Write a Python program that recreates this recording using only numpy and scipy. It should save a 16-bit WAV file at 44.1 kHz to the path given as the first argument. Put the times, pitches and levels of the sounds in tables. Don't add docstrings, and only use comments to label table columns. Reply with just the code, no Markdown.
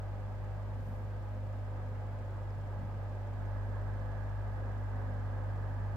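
import sys
import numpy as np
from scipy import signal
from scipy.fft import rfft, irfft, next_fast_len
from scipy.io import wavfile

SR = 44100
rng = np.random.default_rng(int(sys.argv[2]) if len(sys.argv) > 2 else 0)


def inscribe(sig):
    pcm = np.round(np.clip(np.atleast_2d(sig).T, -1, 1) * 32767)
    wavfile.write(sys.argv[1], SR, pcm.astype(np.int16))


N = 262836
TIME = np.arange(N) / SR
SHAFT_HZ, HUM_HZ, BLADES, SLOTS = 16.614, 99.96, 3, 25


def gain_of(db):
    return 10 ** (np.asarray(db) / 20)


def evened(x):
    return x / np.sqrt(np.mean(abs(x) ** 2) + 1e-30)


def read(points, hz):
    point_hz, value = np.transpose(points)
    return np.interp(np.log(hz + 1), np.log(abs(point_hz) + 1), value)


def bump(centre_s, width_s):
    return np.exp(-((TIME - centre_s) / width_s) ** 2)


def drift(rate_hz):
    size, slow_sr = 2048, 256
    hz = np.fft.rfftfreq(size, 1 / slow_sr)
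    slow = irfft(rfft(rng.standard_normal(size)) / (1 + (hz / rate_hz) ** 2))
    return evened(np.interp(TIME, np.arange(size) / slow_sr, slow))


def coloured(x, points):
    size = next_fast_len(N)
    gain = gain_of(read(points, np.fft.rfftfreq(size, 1 / SR)))
    return irfft(rfft(x, size) * gain, size)[..., :N]


def air(points):
    # hz, likeness (0-1)
    likeness = [(30, 0.75), (130, 0.86), (290, 0.71), (640, 0.77), (1000, 0.65), (1410, 0.34), (2200, 0),
                (3100, 0), (15000, 0)]
    # hz, left_over_right_db
    balance = [(60, 2.5), (200, 0), (380, -1), (700, 1), (1290, -3.5), (2380, -0.5), (4400, -2.5),
               (8120, 0), (15000, 0)]
    size = next_fast_len(N)
    hz = np.fft.rfftfreq(size, 1 / SR)
    a, b = rng.standard_normal((2, len(hz))) + 1j * rng.standard_normal((2, len(hz)))
    same = np.clip(read(likeness, hz), -1, 1)
    lean = gain_of(read(balance, hz) / 2)
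    left = a * lean
    right = (same * a + np.sqrt(1 - same ** 2) * b) / lean
    pair = irfft(np.array([left, right]) * gain_of(read(points, hz)), size)[:, :N]
    return pair / pair.mean(0).std()


def tone(turns, left_db, right_db, waver, waver_hz):
    angle = (2 * np.pi * (turns % 1)).astype(np.float32)
    in_phase = (1 + waver * drift(waver_hz)) * np.cos(angle)
    quadrature = waver * drift(waver_hz) * np.sin(angle)
    return gain_of([[left_db], [right_db]]) * evened(in_phase + quadrature)


def exposed(shift_at_s=3.385, shift_takes_s=.11, creep_per_s=.03):
    shift = np.clip((TIME - shift_at_s) / shift_takes_s + .5, 0, 1)
    return creep_per_s * TIME + (1 - creep_per_s * TIME[-1]) * shift


def blades(shaft, exposure, opening_db=5, fade_db_per_s=.5):
    # harmonic, left_db, right_db, waver (0-1)
    blade_tones = [(1, -42, -52.5, 0), (3, -57.5, -68.5, .6), (5, -69.5, -62, .7)]
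    swell_db = opening_db * exposure - fade_db_per_s * TIME
    tones = sum(tone(round(k) * BLADES * shaft, left_db, right_db, waver, waver_hz=5)
                for k, left_db, right_db, waver in blade_tones)
    return gain_of(swell_db) * tones


def hum(exposure, opening_db=1.75, growth_db_per_s=.26):
    # harmonic, left_db, right_db, waver (0-1)
    hum_tones = [(1, -42.5, -39.5, 0.04), (2, -63, -65.5, 0.21), (3, -80.5, -75, .4),
                 (4, -78.5, -85.5, 0.6)]
    # centre_s, width_s, change_db
    hum_dips = [(2.2, 0.13, -0.8), (4.38, 0.36, -1.1)]
    dips_db = sum(db * bump(s, width_s) for s, width_s, db in hum_dips)
    swell_db = opening_db * exposure + growth_db_per_s * TIME + dips_db
    tones = sum(tone(round(k) * HUM_HZ * TIME, left_db, right_db, waver, waver_hz=5.7)
                for k, left_db, right_db, waver in hum_tones)
    return gain_of(swell_db) * tones


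def whine(shaft):
    # slot_rate_multiple, sideband (steps of HUM_HZ)
    slot_lines = [(1, -1), (1, 0), (1, 1), (1, 2), (1, 3), (2, -1), (2, 0), (3, 0), (3, 1), (3, 3), (5, 0)]
    # left_db, right_db
    slot_tones = [(-78, -76.5), (-71.5, -71.5), (-61, -65), (-63.5, -65.5), (-71.5, -74), (-68, -74.5),
                  (-74.5, -75.5), (-83.5, -80), (-84.5, -80.5), (-88, -78.5), (-92, -85.5)]
    return sum(tone(k * SLOTS * shaft + side * HUM_HZ * TIME, left_db, right_db, waver=.52, waver_hz=3.6)
               for (k, side), (left_db, right_db) in zip(slot_lines, slot_tones))


def caged(x):
    # centre_hz, width_hz, peak_db
    colour = [(328, 25, -3), (559, 83, 4.5), (750, 96, -2.5), (840, 100, 2), (1092, 150, -2.5),
              (1235, 130, 1), (1397, 84, -8.5), (1636, 170, 3.5), (1805, 88, -4.5), (2165, 170, -5)]
    hz = np.arange(0, 3000, 10)
    db = sum(peak_db * np.exp(-(2 * (hz - centre_hz) / width_hz) ** 2)
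             for centre_hz, width_hz, peak_db in colour)
    return coloured(x, np.transpose([hz, db]))


def rush(exposure, base_db=-53.5, gust_db=.68, buzz_db=.3, turn_db=1.0):
    # hz, density_db (per Hz)
    rush_spectrum = [(150, -31.5), (290, -5.5), (400, -6), (560, -4), (750, -3.5), (1000, -6.5),
                     (1300, -11), (1700, -14.5), (2050, -18.5), (2400, -27), (3200, -50.5), (5000, -100)]
    # hz, gain_db
    opening = [(260, 1.5), (400, 1.6), (550, 1), (750, 2.5), (1000, 2.5), (1350, 3.5), (1500, 3.5),
               (1720, 6.5), (1900, 3.5), (2400, -1)]
    shaded = caged(air(rush_spectrum))
    facing = coloured(shaded, opening) * gain_of([[-turn_db], [turn_db]])
    buzz = np.cos(2 * np.pi * HUM_HZ * TIME)
    level_db = base_db + gust_db * drift(rate_hz=6) + buzz_db * buzz
    return gain_of(level_db) * (shaded + exposure * (facing - shaded))


def rumble(base_db=-54.5, gust_db=1.24):
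    # hz, density_db (per Hz)
    rumble_spectrum = [(10, -8), (30, -2), (60, 1), (90, -1), (138, 2), (180, -6), (243, -3.5),
                       (280, -11.5), (340, -21.5), (900, -91)]
    # centre_s, width_s, rise_db
    puffs = [(.9, 0.14, 3.5), (2.83, 0.06, 6.5), (4.52, 0.15, 3.5)]
    puffs_db = sum(db * bump(s, width_s) for s, width_s, db in puffs)
    return gain_of(base_db + gust_db * drift(rate_hz=4.0) + puffs_db) * air(rumble_spectrum)


def eddies(start_db=-75.5, growth_db_per_s=2.5):
    # hz, density_db (per Hz)
    eddy_spectrum = [(150, -48), (225, -10), (250, 2.5), (290, -5), (320, -9.5), (420, -40.5), (900, -100)]
    return gain_of(start_db + growth_db_per_s * TIME) * air(eddy_spectrum)


def hiss(exposure, base_db=-72.5, opening_db=.5):
    # hz, density_db (per Hz)
    hiss_spectrum = [(1300, -26), (2200, -1), (2500, -2.5), (3300, -5.5), (3800, -9), (4900, -10.5),
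                     (6400, -16), (7200, -15.5), (8500, -19), (9900, -20.5), (10300, -22.5), (11200, -20.5),
                     (13700, -19.5), (15600, -20.5)]
    return gain_of(base_db + opening_db * exposure) * air(hiss_spectrum)


def brush(shaft, at_turn=.41, sharpness=3, rebound=.4, uneven_db=1.1):
    # hz, density_db (per Hz)
    brush_spectrum = [(2000, -9), (3500, -13), (5000, 1.5), (7500, 2), (9000, -9), (12000, -21)]
    swing = np.cos(2 * np.pi * (shaft - at_turn))
    contact = np.exp(sharpness * (swing - 1)) + rebound * np.exp(-sharpness * (swing + 1))
    uneven = gain_of(uneven_db * drift(rate_hz=6))
    side_gain = gain_of([[-77], [-80]]) / np.sqrt(2)
    return side_gain * air(brush_spectrum) * contact * uneven


def fizz(centre_s=.9, width_s=.115, peak_db=-78.0):
    # hz, density_db (per Hz)
    fizz_spectrum = [(3000, -40), (5000, -12), (7000, -4), (10000, 0), (14000, 2), (15600, 0)]
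    return gain_of(peak_db) * air(fizz_spectrum) * bump(centre_s, width_s)


def ticks(decay_s=.0009):
    # start_s, pitch_hz, left_db, right_db
    tick_list = [(2.506, 5100, -57, -62), (2.585, 8700, -65, -73)]
    out = np.zeros((2, N))
    for start_s, pitch_hz, left_db, right_db in tick_list:
        t = np.maximum(TIME - start_s, 0)
        ring = np.sin(2 * np.pi * pitch_hz * t) * np.exp(-t / decay_s)
        out += gain_of([[left_db], [right_db]]) * ring
    return out


def scene():
    shaft = np.cumsum(SHAFT_HZ * (1 + .0003 * drift(rate_hz=.7))) / SR
    exposure = exposed()
    tonal = blades(shaft, exposure) + hum(exposure) + whine(shaft)
    draught = rush(exposure) + rumble() + eddies() + hiss(exposure)
    return tonal + draught + brush(shaft) + fizz() + ticks()


def record(dry, edge_hz=15700):
    lowpass = signal.firwin(511, edge_hz, window=("kaiser", 9), fs=SR)
    return signal.oaconvolve(dry, lowpass[None], "same")


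dry = scene()
out = record(dry)
inscribe(out)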